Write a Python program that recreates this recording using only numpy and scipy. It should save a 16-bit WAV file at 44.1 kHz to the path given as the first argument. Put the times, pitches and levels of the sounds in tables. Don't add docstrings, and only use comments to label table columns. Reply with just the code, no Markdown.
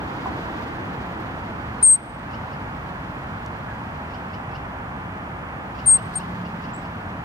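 import sys
import numpy as np
from scipy import signal
from scipy.fft import rfft, irfft
from scipy.io import wavfile
from scipy.ndimage import uniform_filter1d

SR = 44100
rng = np.random.default_rng(int(sys.argv[2]) if len(sys.argv) > 2 else 0)


def transcribe(signal):
    frames = np.atleast_2d(signal).T
    limited = np.clip(frames, -1, 1)
    pcm = np.round(limited * 32767).astype(np.int16)
    wavfile.write(sys.argv[1], SR, pcm)


N = 319504
TIME = np.arange(N) / SR

# pitch_hz, density_db_per_hz
TRAFFIC_COLOUR = [(15, -51), (25, -17), (39, -25), (54, -3), (106, -1), (157, -3.5), (233, -6), (311, -10),
                  (391, -14.5), (520, -14.5), (683, -11.5), (830, -9.5), (992, -10.5), (1530, -16.5),
                  (1700, -18), (2090, -24), (3500, -38.5), (4550, -60.5), (7700, -120)]
TRAFFIC_DB = -32.5
LEAVING_RUMBLE_DB, LEAVING_BODY_DB, LEAVING_ROAR_DB, LEAVING_S = 1, 7.0, 2.5, 1.4
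# time_s, main_line_rms_db
DRONE_LEVEL = [(5.8, -52.5), (6.05, -42.5), (6.44, -35), (6.6, -41.5), (7.24, -43)]
# multiple_of_note, level_db
DRONE_LINES = [(1, 0), (1.2, -7)]
DRONE_HZ = 177
# pitch_hz, density_db_per_hz
HISS_COLOUR = [(1760, -28.5), (3000, -8.5), (3370, -12.5), (4390, -7), (5360, -9.5), (7010, -13),
               (8330, -16), (15600, -20.5)]
HISS_DB = -64
# pitch_hz, density_db_per_hz
GRASS_COLOUR = [(1500, -19), (3000, 3), (4500, 1), (7000, -8.5), (9500, -19), (14500, -14), (16000, -25)]
# time_s, rms_db
GRASS_LEVEL = [(0, -57), (.47, -55), (1, -60), (2.6, -62.5), (4.1, -64.5), (4.8, -73.5), (5.6, -77),
               (5.8, -59.5), (6.6, -62), (7.24, -67)]
# start_s, envelope_peak_db, pitch_hz
STEM_SNAPS = [(1.204, -46, 11500), (1.2145, -51, 12000), (3.4625, -29, 5400), (5.796, -51, 9500)]
# start_s, level_db
KNOCK_EVENT = (0.258, -22)
# pitch_hz, level_db, t60_s
KNOCK_MODES = [(993, 4.5, 0.028), (794, 0.5, 0.042), (292, -13, 0.11)]
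# start_s, length_s, first_pitch_hz, last_pitch_hz, level_db
FAR_CALLS = [(3.684, 0.019, 1720, 1680, -36), (3.708, .034, 1650, 1610, -40.5),
             (6.731, .042, 7250, 8020, -49), (6.765, .03, 8100, 6000, -61)]
# loudest_s, level_db, pitch_factor, brightness_db
CHIPS = [(2.345, -41, 1.02, -5), (2.535, -47, 1, -2), (4.148, -42, 1.01, -3), (4.345, -42, 1, -3.5),
         (4.558, -40, 1, -5), (5.797, -41, 1, -3), (5.99, -44, .99, -8), (6.212, -41.5, 1, -6),
         (6.46, -44.5, .96, -5), (6.648, -44, .97, -3), (6.697, -48, .98, -6), (6.855, -49, .97, 0)]
# pitch_hz, level_db
BIRD_THROAT = [(1900, -27), (2600, 0.5), (3050, -0.5), (3600, -19.5), (4200, -12.5), (4800, -4), (5400, -6),
               (6100, -31)]
CHIP_HZ, SLUR_HZ_PER_S, SLUR_LEAD_S = 659, 4880, 0.01303
CHIP_WIDTH_S, LEAD_IN_S, LEAD_IN_DB = .013, .038, -8.5
# start_s, length_s, level_db, attack_s, release_s, held_pitch_hz,
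# starts_higher_by_hz, settling_time_s, quiver_depth_hz, noise_peak_rms_db
WHISTLES = [(1.8244, .142, 0.4, .021, 0.05, 8297, 800, .021, 45, -51.5),
            (5.8568, 0.12, -6, 0.032, 0.048, 8360, 623, .025, 7, -55),
            (6.152, 0.041, -16.6, .011, 0.039, 8540, 30, .008, 0, -53.5)]
QUIVER_HZ = 31.5
# pitch_hz, density_db_per_hz
NOISE_COLOUR = [(2600, -21), (4000, 6), (5400, -2), (7000, -8.5), (8000, -8), (8600, 4.5), (9400, -7),
                (12000, -19), (14300, -8.5), (15700, -15)]
NOISE_MARGIN_S = .028
# start_s, end_s, peak_rms_db
RASP_EVENT = (6.168, 6.188, -51)
# pitch_hz, density_db_per_hz
RASP_COLOUR = [(7000, -25), (9400, 3), (11000, -1), (12200, -5), (13200, -25)]
UNDERTONE_HZ, UNDERTONE_DB, UNDERTONE_S = 4000, -44, .045
# pitch_hz, coherence
COHERENT = [(30, .998), (80, .99), (170, .97), (320, .9), (650, .58), (1200, .46), (2400, .66), (4000, .5),
            (7000, .2), (15000, .2)]
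# pitch_hz, lead_rad
LEFT_LEAD = [(60, 0), (340, 0.16), (600, -.5), (1120, -1.46), (2070, -2.5), (3700, -3.5), (5500, -0.8),
             (15000, -2)]
# pitch_hz, difference_db
LEFT_TILT = [(60, -0.5), (110, 0.0), (200, 0), (380, -0.5), (700, 0), (1290, -3.0), (2380, -2.5), (4400, 4),
             (8120, -2), (15000, 2)]
EDGE_HZ = 15780


def from_db(db):
    return 10 ** (np.asarray(db) / 20)


def unit(x):
    return x / np.sqrt(np.mean(x ** 2) + 1e-20)


def at_hz(points, hz):
    f, value = np.transpose(points)
    return np.interp(np.log(hz + 1), np.log(f + 1), value)


def at_time(rows, t):
    s, *columns = np.transpose(rows)
    return [np.interp(t, s, column) for column in columns]


def add(mix, s, sound):
    part = mix[max(round(s * SR), 0):][:len(sound)]
    part += sound[:len(part)]


def ramp(share):
    return np.sin(np.pi / 2 * np.clip(share, 0, 1))


def waver(size, hz):
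    f = np.fft.rfftfreq(size, 1 / SR)
    return unit(irfft(rfft(rng.standard_normal(size)) / (1 + (f / hz) ** 4), size))


def glide(hz, jitter, flutter_db):
    turns = np.cumsum(hz * (1 + jitter * waver(len(hz), 600))) / SR
    return from_db(flutter_db * waver(len(hz), 150)) * np.exp(2j * np.pi * turns)


def air_noise(spectrum, colour_db=lambda t, hz: 0):
    count = N // 512 + 5
    t, hz = np.arange(count)[:, None] * 512 / SR, np.fft.rfftfreq(2048, 1 / SR)
    a, b, c, d = rng.standard_normal((4, count, len(hz)))
    shared, separate = a + 1j * b, c + 1j * d
    same = np.clip(at_hz(COHERENT, hz), 0, 1)
    left = shared * np.exp(1j * at_hz(LEFT_LEAD, hz)) * from_db(at_hz(LEFT_TILT, hz))
    right = same * shared + np.sqrt(1 - same ** 2) * separate
    middle = np.sqrt(np.mean(abs(left + right) ** 2, axis=0))
    z = np.array([left, right]) / middle * from_db(at_hz(spectrum, hz) + colour_db(t, hz))
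    x = signal.istft(z, nperseg=2048, noverlap=1536, time_axis=1, freq_axis=2)[1][:, :N]
    return x / x.mean(0).std()


def scatter(x, wet_db, t60):
    t = np.arange(SR) / SR
    sparse = rng.standard_normal((2, SR)) * (rng.random((2, SR)) < 1 / 16)
    taps = sparse * (t > .006) * from_db(-60 * t / t60)
    taps /= np.linalg.norm(taps, axis=1, keepdims=True)
    return from_db(wet_db) * signal.fftconvolve(x[None], taps, axes=1)[:, :N]


def traffic(body_hz=340, body_octaves=0.57, roar_hz=520):
    def swell_db(t, hz):
        near = 1 / (1 + (t / LEAVING_S) ** 3)
        high = hz ** 2 / (hz ** 2 + roar_hz ** 2)
        body = np.exp(-.5 * (np.log2((hz + 1) / body_hz) / body_octaves) ** 2)
        outside_db = (1 - high) * LEAVING_RUMBLE_DB + high * LEAVING_ROAR_DB
        return near * (body * LEAVING_BODY_DB + (1 - body) * outside_db)
    return from_db(TRAFFIC_DB) * air_noise(TRAFFIC_COLOUR, swell_db)


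def engine():
    db = at_time(DRONE_LEVEL, TIME)[0]
    turns = np.cumsum(DRONE_HZ + 2 * waver(N, 8)) / SR
    lines = [from_db(db + line_db + waver(N, 6)) * np.sin(2 * np.pi * multiple * turns)
             for multiple, line_db in DRONE_LINES]
    return np.sqrt(2) * sum(lines)


def grass(snap_s=.00007):
    rustle_db = at_time(GRASS_LEVEL, TIME)[0] + 1.3 * waver(N, 25)
    rustle = from_db(rustle_db) * air_noise(GRASS_COLOUR)
    t, snaps = np.arange(0, .004, 1 / SR), np.zeros(N)
    envelope = (t / snap_s) * np.exp(1 - t / snap_s)
    for s, db, hz in STEM_SNAPS:
        add(snaps, s, from_db(db) * envelope * np.sin(2 * np.pi * hz * t))
    return rustle + snaps + from_db(HISS_DB) * air_noise(HISS_COLOUR)


def knock():
    t, blow = np.arange(0, .2, 1 / SR), np.zeros(N)
    start, level_db = KNOCK_EVENT
    ring = sum(from_db(db - 60 * t / t60) * np.sin(2 * np.pi * hz * t) for hz, db, t60 in KNOCK_MODES)
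    onset = 1 - np.exp(-t / 0.00045)
    add(blow, start, -from_db(level_db) * ring * onset)
    return blow + scatter(blow, wet_db=1, t60=0.24)


def far_calls():
    voice = np.zeros(N, complex)
    for start, length, first_hz, last_hz, db in FAR_CALLS:
        share = np.arange(0, length, 1 / SR) / length
        tone = glide(first_hz + (last_hz - first_hz) * ramp(share), jitter=.011, flutter_db=5.5)
        add(voice, start, from_db(db) * np.sin(np.pi * share) * tone)
    return voice.real + scatter(voice.real, wet_db=-5, t60=.3)


def bird(right_db=-8, overtone_hz=3800):
    t = np.arange(-.07, .03, 1 / SR)
    pitch = CHIP_HZ + SLUR_HZ_PER_S * np.maximum(t + SLUR_LEAD_S, 0)
    lead_in = from_db(LEAD_IN_DB) * np.exp(-((t + LEAD_IN_S) / CHIP_WIDTH_S) ** 2)
    shape = np.exp(-(t / CHIP_WIDTH_S) ** 2) + lead_in
    song = np.zeros(N)
    for loudest_s, db, factor, bright_db in CHIPS:
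        hz = factor * pitch * (1 + .014 * waver(len(t), 200))
        for k in range(3, 9):
            upper = 1 / (1 + (overtone_hz / (k * hz)) ** 12)
            rasp = 1.2 * upper * waver(len(t), 350)
            partial = np.sin(2 * np.pi * k * np.cumsum(hz) / SR + rasp)
            partial_db = db + at_hz(BIRD_THROAT, k * hz) + upper * bright_db
            add(song, loudest_s + t[0], shape * from_db(partial_db) * partial)
    echo = scatter(song, wet_db=-9, t60=.25)
    return np.array([song, from_db(right_db) * song]) + echo


def squirrel(right_db=-4.0, right_lead=.65):
    voice, noise, rasp = np.zeros(N, complex), np.zeros(N), np.zeros(N)
    for start, length, db, attack, release, held_hz, high_hz, settle, quiver_hz, noise_db in WHISTLES:
        t = np.arange(0, length, 1 / SR)
        quiver = quiver_hz * np.sin(2 * np.pi * QUIVER_HZ * t)
        hz = held_hz + high_hz * np.exp(-t / settle) + quiver
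        tone = ramp(t / attack) * glide(hz, jitter=.0004, flutter_db=.1)
        rough = glide(np.full(len(t), UNDERTONE_HZ), jitter=.025, flutter_db=3)
        under = from_db(UNDERTONE_DB + db) * np.exp(-t / UNDERTONE_S) * rough
        soft_ends = ramp(np.minimum(t, length - t) / .004) ** 2
        add(voice, start, from_db(db) * soft_ends * ramp((length - t) / release) * (tone + under))
        noise_shape = signal.windows.tukey(round((length + 2 * NOISE_MARGIN_S) * SR), .45)
        add(noise, start - NOISE_MARGIN_S, from_db(noise_db) * noise_shape)
    rasp_start, rasp_end, rasp_db = RASP_EVENT
    rasp_shape = np.hanning(max(round((rasp_end - rasp_start) * SR), 1))
    add(rasp, rasp_start, from_db(rasp_db) * rasp_shape)
    ports = np.array([voice, voice * from_db(right_db) * np.exp(1j * right_lead)]).real
    shaped_noise = noise * air_noise(NOISE_COLOUR) + rasp * air_noise(RASP_COLOUR)
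    return ports + shaped_noise + scatter(voice.real, wet_db=-36.5, t60=0.51)


def scene():
    return traffic() + engine() + grass() + knock() + far_calls() + bird() + squirrel()


def record(dry, ceiling_db=-6.0, recovery_db_per_s=15):
    power = abs(uniform_filter1d(dry ** 2, size=128, axis=1)).max(0)
    peak_db = 10 * np.log10(2 * power + 1e-12)
    creep = TIME * recovery_db_per_s
    held_db = np.maximum.accumulate(peak_db + creep) - creep
    over_db = np.maximum(held_db - ceiling_db, 0)
    limited = dry * from_db(-uniform_filter1d(over_db, size=128))
    low_pass = signal.firwin(511, EDGE_HZ, window=("kaiser", 9), fs=SR)
    return signal.oaconvolve(limited, low_pass[None], "same", axes=1)


dry = scene()
out = record(dry)
transcribe(out)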